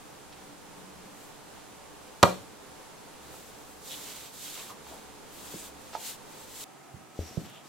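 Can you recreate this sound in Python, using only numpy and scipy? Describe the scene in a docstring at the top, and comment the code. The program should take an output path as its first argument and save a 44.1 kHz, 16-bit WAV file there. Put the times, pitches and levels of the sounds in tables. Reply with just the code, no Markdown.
"""A bare room: a worker lays laminate planks on plastic sheeting. One plank slaps down flat and rings,
a palm wipes along it and back, knees shuffle over the sheet and the joint clicks home.
Then, heard from close by, the next plank is angled into the groove with soft thuds and scrapes.
Rubbing is a stream of tiny friction slips. Blows ring damped modes and echo off the walls."""
import sys
import numpy as np
from scipy import signal
from scipy.fft import rfft, irfft, next_fast_len
from scipy.io import wavfile
from scipy.ndimage import uniform_filter1d

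SR = 44100
rng = np.random.default_rng(int(sys.argv[2]) if len(sys.argv) > 2 else 0)


def unload_audio(sound):
    """Save the sound as a 16-bit wav file, at the path given as the first command line argument."""
    columns = np.transpose(np.atleast_2d(sound))
    # keep every value between -1 and 1, then stretch to whole-number steps
    steps = np.round(np.clip(columns, -1, 1) * 32767)
    wavfile.write(sys.argv[1], SR, steps.astype(np.int16))


N = 338813
TIME_S = np.arange(N) / SR
RING_S = TIME_S[:SR // 2]  # time axis of one blow
CLOSE_S = 6.642  # the listener jumps close to the joint

# Room tone spectra, far and close. Each row: frequency in Hz, gain in dB.
FAR_AIR = [(25, -5.5), (45, -14), (85, -17), (115, -2.5), (260, -1.5), (600, -3.5), (900, -2.5), (1500, -8),
           (2000, -11), (4000, -14), (5500, -16), (7500, -15.5), (11000, -20), (15500, -27.5)]
NEAR_AIR = [(25, -24), (70, -16), (170, -4), (350, -2), (480, -7), (650, -6), (950, -5.5), (1550, -11.5),
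            (2000, -12), (3000, -16.5), (5000, -20), (7500, -18.5), (10000, -23), (15500, -30)]
# Hum and drone lines, far and close. Each row: frequency in Hz, width in Hz, level in dB.
FAR_HUM = [(70.8, 7.7, -69), (205.5, 28, -73.5), (293.7, 8.9, -65), (428, 54, -64), (513, 11, -67),
           (756.3, 25, -68.5), (889, 43, -69)]
NEAR_HUM = [(140.7, 6.6, -65), (747, 100, -62), (1275, 89, -66)]
# Room echo decay. Each row: frequency in Hz, T60 in seconds.
ROOM_DECAY = [(80, 0.63), (400, 0.3244), (1200, 0.2), (4000, 0.39), (14000, 0.4)]
# Stereo width of room tone, echo and rubbing. Each row: frequency in Hz, side minus mid in dB.
AIR_WIDTH = [(60, -5), (110, 5), (200, -2.5), (380, 0), (700, -0.5), (1290, -4), (2380, -4), (4400, -2.5),
             (8120, 0.5), (15000, 0.5)]
ECHO_WIDTH = [(100, -2), (700, -5), (3000, -3.5), (9000, -1)]
RUB_WIDTH = [(800, -11), (3500, -8), (7000, -1), (11000, -1.5)]
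# Spectra of the echo, three kinds of rubbing and the plank's clack. Each row: frequency in Hz, gain in dB.
ECHO_EQ = [(60, -7), (250, 2.5), (700, 8.5), (1300, 3), (2200, 4), (5000, -1.5), (14000, 4)]
PALM_EQ = [(300, -29), (900, -14), (1500, -7.5), (2500, -3), (3800, 1.5), (5200, -3), (7700, -0.5),
           (10000, -6), (13000, -4.5), (16000, -10)]
SHEET_EQ = [(300, -31), (900, -10), (1600, -4.5), (2600, 0.5), (3800, 3), (5300, -1), (7800, 3),
            (10000, -3), (13000, -2), (16000, -6)]
TONGUE_EQ = [(500, 5.5), (1500, -3), (3200, -1.5), (6000, -3), (8000, -4.5), (10000, -13), (12500, -7),
             (16000, -19.5)]
CLACK_EQ = [(35, -23), (100, 7.5), (300, 1.5), (600, 3.5), (1100, 10), (1900, -5), (3200, -5), (4000, 1.5),
            (4700, -3), (6800, -3), (9000, -10.5), (16000, -10)]
# A swell of room hum; stick-slip rasps and squeaks. Each row: middle in seconds, length in seconds,
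# start pitch in Hz, end pitch in Hz, width in Hz, level in dB.
HUM_BURSTS = [(.7, 1.6, 192, 188, 25.8, -58)]
RASP_BURSTS = [(0.331, 0.033, 3000, 3000, 3400, -52.5), (3.927, 0.1, 3380, 3320, 1200, -43),
               (4.47, 0.09, 4000, 2600, 900, -50), (4.585, 0.099, 3100, 2600, 1700, -48.5),
               (4.595, 0.13, 1100, 950, 700, -52), (4.713, .06, 1250, 800, 400, -45.5),
               (4.934, 0.12, 700, 600, 600, -47.5), (5.36, .15, 12500, 12500, 5000, -58),
               (5.6, 0.16, 8000, 7600, 2500, -49), (5.952, 0.082, 3500, 3500, 5000, -47),
               (7.5, .014, 11000, 11000, 5000, -56), (7.28, .29, 5950, 5420, 470, -55.5),
               (7.545, 0.25, 3400, 2933, 1000, -55.5)]
# Palm on plank, knees and hands on sheeting, tongue in groove. Each row: start, rise, hold and fall
# in seconds, gain in dB, sag while held in dB per second, body of the touch in dB.
PALM_STROKES = [(3.79, 0.12, 0.35, 0.054, -42, 13, 2.5), (4.29, 0.15, 0.25, 0.062, -40, 24, 2)]
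KNEE_STROKES = [(1.1, 0.12, .04, .08, -55, 10, -12), (3.17, 0.19, .05, 0.26, -51.5, 20, -0.5),
                (3.55, 0.15, 0.054, 0.14, -55, 10, -12), (4.82, 0.068, .04, 0.15, -52.5, 20, 3),
                (5.26, 0.25, 0.14, 0.072, -45, -2, 0), (5.72, 0.23, .03, .05, -53, 10, 2.5),
                (5.97, .09, 0.034, 0.083, -38, 12, -0.5), (6.23, .16, .05, 0.078, -51, 20, 0),
                (6.47, 0.17, .03, .05, -39.5, 10, -1.5)]
TONGUE_STROKES = [(7.11, 0.16, .17, .06, -48.5, 42, 0.5), (7.43, 0.032, 0.12, .05, -57.5, 16, 3),
                  (7.625, .025, .03, .05, -55, 10, -3)]
# Modes of underlay, joint and flat plank. Each row: frequency in Hz, level in dB, T60 in seconds.
UNDERLAY_MODES = [(83.5, -0.5, 0.2), (182, -13.5, 0.081), (540, -20, 0.078)]
JOINT_MODES = [(720, -20, 0.058), (875, 3.5, 0.022), (1282.6, -1.5, 0.02), (1670, -10.5, 0.024),
               (4100, -30, .015)]
PLANK_MODES = [(109.9, -41, .15), (184, -17.5, 0.13), (408, -30.5, 0.2), (564, -14.5, 0.11),
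               (690, -28, 0.073), (940, -14, 0.021), (1130, -31, 0.043), (1255, -26, 0.089),
               (1352, -15, 0.061), (1600, -41, 0.045), (2350, -24, 0.027), (2970, -24, 0.028),
               (3980, -19, 0.017), (4200, -22, 0.016)]
# Soft blows on the padded floor. Each row: time in seconds, gain in dB, push in Hz, push cycles, relative
# ring and first rebound in dB, rebound gap in seconds, left minus right in dB.
FLOOR_THUDS = [(5.542, -33, 415, 1.3, -22, -3, .008, 6), (6.948, -39.5, 124, 1.8, -14, -8, .022, -9),
               (7.192, -19.5, 323, 0.62, -7, -25, .02, 2.5), (7.312, -38.5, 300, 1.2, -14, -16, .01, -2),
               (7.3735, -29.5, 465, 1.14, -20, -7, .008, -7),
               (7.38, -22.5, 155, 1.2, -27, -10.5, .018, -13)]
# Tongue ticks in the groove. Each row: time in seconds, gain in dB, cutoff in Hz, left minus right in dB.
JOINT_TICKS = [(3.342, -41, 3000, -2), (4.868, -43, 2500, -2), (5.933, -40, 5000, -3),
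               (5.939, -43, 1500, -3), (5.9462, -40, 3000, -1), (5.9515, -23, 1000, -10),
               (5.962, -41, 2000, -4)]
# The plank lands along its length. Each row: time in seconds, gain in dB, cutoff in Hz,
# bending-wave delay near 1 kHz in seconds, left minus right in dB.
SLAP_CONTACTS = [(2.228, 4.5, 6000, 0.00093, 4), (2.2299, 7, 10900, .0004, -5), (2.23, 8, 1600, .0019, 6),
                 (2.2330, 10, 3000, 0.00342, -7), (2.2364, 13, 800, 0.00206, -6),
                 (2.2409, 11.5, 450, 0.00202, 12)]


def undb(db):
    """Decibels to gain."""
    return 10 ** (np.asarray(db) / 20)


def along(hz, points):
    """Interpolate (Hz, value) points over log frequency."""
    f, value = np.transpose(points)
    return np.interp(np.log(np.maximum(hz, 1)), np.log(f), value)


def colour(x, points):
    """Filter by (Hz, dB) points."""
    size = next_fast_len(x.shape[-1], real=True)
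    hz = np.fft.rfftfreq(size, 1 / SR)
    return irfft(rfft(x, size) * undb(along(hz, points)), size)[..., :x.shape[-1]]


def level(x, db):
    """Set the rms level."""
    return x * undb(db) / np.sqrt(np.mean(x ** 2))


def lowpass(x, hz):
    """Two-pole low-pass."""
    return signal.sosfilt(signal.butter(2, min(hz, SR / 2 - 1), fs=SR, output="sos"), x)


def highpass(x, hz):
    """Two-pole high-pass."""
    return signal.sosfilt(signal.butter(2, hz, "high", fs=SR, output="sos"), x)


def resonate(x, hz, width_hz):
    """Two equal resonances in series."""
    b, a = signal.iirpeak(hz, hz / width_hz, fs=SR)
    return signal.lfilter(b, a, signal.lfilter(b, a, x))


def stereo(mid, side):
    """Mid and side to left and right."""
    return np.array([mid + side, mid - side])


def widen(pair, width):
    """Two unrelated signals to stereo, width set by frequency."""
    return stereo(pair[0], colour(pair[1], width))


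def pan(db):
    """Channel gains for left minus right in dB."""
    return undb(np.array([[db], [-db]]) / 2)


def add(out, start_s, x):
    """Mix x into out."""
    i = int(start_s * SR)
    out[:, i:i + x.shape[-1]] += x[..., :N - i]


def walk(rate_hz):
    """Slow random drift, unit rms."""
    k = int(SR / rate_hz)
    steps = np.repeat(rng.standard_normal(N // k + 1), k)
    return level(uniform_filter1d(steps, k)[:N], 0)


def decay(t60_s):
    """Exponential fall after one blow."""
    return np.exp(-np.log(1000) * RING_S / t60_s)


def ring(modes):
    """Damped modes after one blow."""
    return sum(undb(db) * decay(t60_s) * np.sin(2 * np.pi * hz * RING_S) for hz, db, t60_s in modes)


def bursts(pair, rows, side_db=-7, skirt=1.08):
    """Swells of a random drive, each through a gliding resonance."""
    out, drive = np.zeros((2, N)), stereo(pair[0], undb(side_db) * pair[1])
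    for middle_s, length_s, start_hz, end_hz, width_hz, db in rows:
        start_s = max(middle_s - length_s / 2, 0)
        burst = drive[:, int(start_s * SR):int((start_s + length_s) * SR)]
        glide_hz = np.linspace(start_hz, end_hz, burst.shape[1])
        carrier = np.exp(2j * np.pi * np.cumsum(glide_hz) / SR)
        burst = np.real(carrier * lowpass(burst / carrier, width_hz / 2 / skirt))
        add(out, start_s, level(burst, db) * np.hanning(burst.shape[1]))
    return out


def room_tone(far_db=-49, near_db=-52.5, waver_db=0.5):
    """Air noise and steady hum lines; duller and quieter by the joint."""
    air = widen(rng.standard_normal((2, N)), AIR_WIDTH)
    drive, tones = rng.standard_normal(N), []
    for spectrum, air_db, lines in (FAR_AIR, far_db, FAR_HUM), (NEAR_AIR, near_db, NEAR_HUM):
        drone = sum(level(resonate(drive, hz, width_hz), db) for hz, width_hz, db in lines)
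        tones.append(level(colour(air, spectrum), air_db) + drone)
    return np.where(TIME_S < CLOSE_S, *tones) * undb(waver_db * walk(rate_hz=8)) * pan(-1.36)


def room_hum():
    """The room's hum swells faintly."""
    return bursts(rng.standard_normal((2, N)), HUM_BURSTS)


def room_echo(x, wet_db, first_s=0.0016, build_s=0.011):
    """Add each channel's diffuse echoes: they build from the nearest wall and die band by band."""
    octave = np.log2(np.clip(np.fft.rfftfreq(len(RING_S), 1 / SR), 2 ** 6, 2 ** 14))
    onset = np.clip((RING_S - first_s) / build_s, 0, 1)
    out = x
    for channel in x:
        noise, tail = rfft(widen(rng.standard_normal((2, len(RING_S))), ECHO_WIDTH)), 0
        for k in range(6, 15):
            band = irfft(noise * np.maximum(1 - abs(octave - k), 0), len(RING_S))
            tail = tail + band * decay(along(2 ** k, ROOM_DECAY))
        tail = colour(tail / np.sqrt(np.sum(tail ** 2)), ECHO_EQ) * onset
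        out = out + undb(wet_db) * signal.fftconvolve(channel[None], tail, axes=1)[:, :N]
    return out


def slips(per_s, spread_db):
    """Two streams of tiny friction clicks of uneven size."""
    clicks = np.zeros((2, N))
    slipping = rng.random((2, N)) < per_s / SR
    size = rng.standard_normal((2, N))[slipping]
    clicks[slipping] = undb(spread_db * size)
    return clicks - clicks.mean()


def rasps():
    """Skin, cloth or a plank edge catches and chatters."""
    return bursts(slips(per_s=1500, spread_db=-1), RASP_BURSTS)


def stroke(age_s, rise_s, hold_s, fall_s, sag_db_per_s):
    """Envelope of a slide: speed up, sag, brake."""
    speed_up = np.clip(age_s / rise_s, 0, 1) ** 0.88
    brake = np.clip((rise_s + hold_s + fall_s - age_s) / fall_s, 0, 1) ** 1.07
    return speed_up * brake * undb(-sag_db_per_s * np.clip(age_s - rise_s, 0, hold_s))


def rub(strokes, spectrum, pan_db, flutter_db, onset_body_db, settle_s, body_hz=3000):
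    """Dense slips on a fine texture. Pressure flutters; the low band shifts as the touch settles."""
    grains = widen(slips(per_s=9000, spread_db=0.5), RUB_WIDTH)
    hiss = level(colour(highpass(grains, 250), spectrum), 0)
    body = colour(hiss, [(body_hz / 2, 0), (body_hz, -3), (2 * body_hz, -20)])
    out = np.zeros((2, N))
    for start_s, rise_s, hold_s, fall_s, db, sag_db_per_s, body_db in strokes:
        on = (TIME_S >= start_s) & (TIME_S < start_s + rise_s + hold_s + fall_s)
        age_s = TIME_S[on] - start_s
        firmness = undb(body_db + np.interp(age_s, [0, settle_s], [onset_body_db, 0])) - 1
        envelope = undb(db) * stroke(age_s, rise_s, hold_s, fall_s, sag_db_per_s)
        out[:, on] += (hiss[:, on] + firmness * body[:, on]) * envelope
    return out * undb(flutter_db * walk(rate_hz=45)) * pan(pan_db)


def push(hz, cycles):
    """Air pushed out and back, centred 2 * cycles / hz seconds in."""
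    turns = hz * RING_S - 2 * cycles
    return -np.sin(2 * np.pi * turns) * np.exp(-(2 * turns / cycles) ** 2)


def thuds(rebounds=4, loss_db=3, rebound_hz=212, rebound_cycles=1.74, jitter_s=0.0009, jitter_oct=0.29):
    """Each soft blow pushes air, rings the underlay and dies in weakening rebounds."""
    out = np.zeros((2, N))
    for start_s, db, hz, cycles, ring_db, rebound_db, gap_s, pan_db in FLOOR_THUDS:
        add(out, start_s - 2 * cycles / hz, undb(db) * pan(pan_db) * push(hz, cycles))
        add(out, start_s, -undb(db + ring_db) * pan(pan_db) * lowpass(ring(UNDERLAY_MODES), 2 * hz))
        for k, (late, higher) in enumerate(rng.standard_normal((rebounds, 2))):
            at_s = start_s + (k + 1) * gap_s + jitter_s * late
            pitch_hz = np.sqrt(hz * rebound_hz) * 2 ** (jitter_oct * higher)
            gain = undb(db + rebound_db - k * loss_db) * pan(-2)
            add(out, at_s - 2 * rebound_cycles / pitch_hz, gain * push(pitch_hz, rebound_cycles))
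    return out


def ticks(snap_db=2):
    """The tongue slips in the groove: a tiny snap and a hollow, woody ring."""
    out, blow = np.zeros((2, N)), ring(JOINT_MODES)
    blow[0] += undb(snap_db)
    for start_s, db, cutoff_hz, pan_db in JOINT_TICKS:
        add(out, start_s, undb(db) * pan(pan_db) * lowpass(blow, cutoff_hz))
    return highpass(out, 620)


def clack_spectrum(hz, gain_db=5):
    """The plank's dead clack as a minimum-phase click."""
    cepstrum = irfft(np.log(undb(along(hz, CLACK_EQ) + gain_db)), len(RING_S))
    cepstrum[1:] *= 2 * (RING_S[1:] < RING_S[-1] / 2)
    return np.exp(rfft(cepstrum))


def edge_scatter(gain_db=-2, side_db=-8):
    """Short waves scatter off the plank's edges and the wall beside it."""
    mid, side = highpass(rng.standard_normal((2, len(RING_S))), 1100) * decay(t60_s=0.021)
    return stereo(mid, undb(side_db) * side) * undb(gain_db) / np.sqrt(np.sum(mid ** 2))


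def slap(flat_s=2.2316, slowest_hz=90):
    """The plank hits at several spots and rings once flat; bending waves bring treble before bass."""
    out, hz = np.zeros((2, N)), np.fft.rfftfreq(len(RING_S), 1 / SR)
    fade = np.clip(2 - 2.5 * RING_S / RING_S[-1], 0, 1)
    clack = clack_spectrum(hz)
    for start_s, db, cutoff_hz, delay_s, pan_db in SLAP_CONTACTS:
        dispersion = np.exp(-4j * np.pi * delay_s * np.sqrt(1000 * (hz + slowest_hz)))
        blow = irfft(clack * (1 + rfft(edge_scatter())) * dispersion, len(RING_S)) * fade
        add(out, start_s, undb(db) * pan(pan_db) * lowpass(blow, cutoff_hz))
    add(out, flat_s, pan(-3) * ring(PLANK_MODES))
    return highpass(out, 60)


def scene():
    """Echoing blows and dry rubbing over the room tone."""
    blows = room_echo(slap(), wet_db=-9) + room_echo(ticks() + thuds(), wet_db=-10)
    palm = rub(PALM_STROKES, PALM_EQ, pan_db=-1.8, flutter_db=0.9, onset_body_db=-12, settle_s=0.27)
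    knees = rub(KNEE_STROKES, SHEET_EQ, pan_db=0.5, flutter_db=0.75, onset_body_db=0.5, settle_s=0.12,
                body_hz=5000)
    tongue = rub(TONGUE_STROKES, TONGUE_EQ, pan_db=1.5, flutter_db=1.6, onset_body_db=2, settle_s=0.091)
    return blows + palm + knees * (TIME_S < CLOSE_S) + tongue + room_hum() + rasps() + room_tone()


def record(dry, top_hz=15800):
    """Clip at full scale, then low-pass steeply."""
    return signal.sosfilt(signal.ellip(10, .1, 70, top_hz, fs=SR, output="sos"), np.clip(dry, -1, 1))


dry = scene()
out = record(dry)
unload_audio(out)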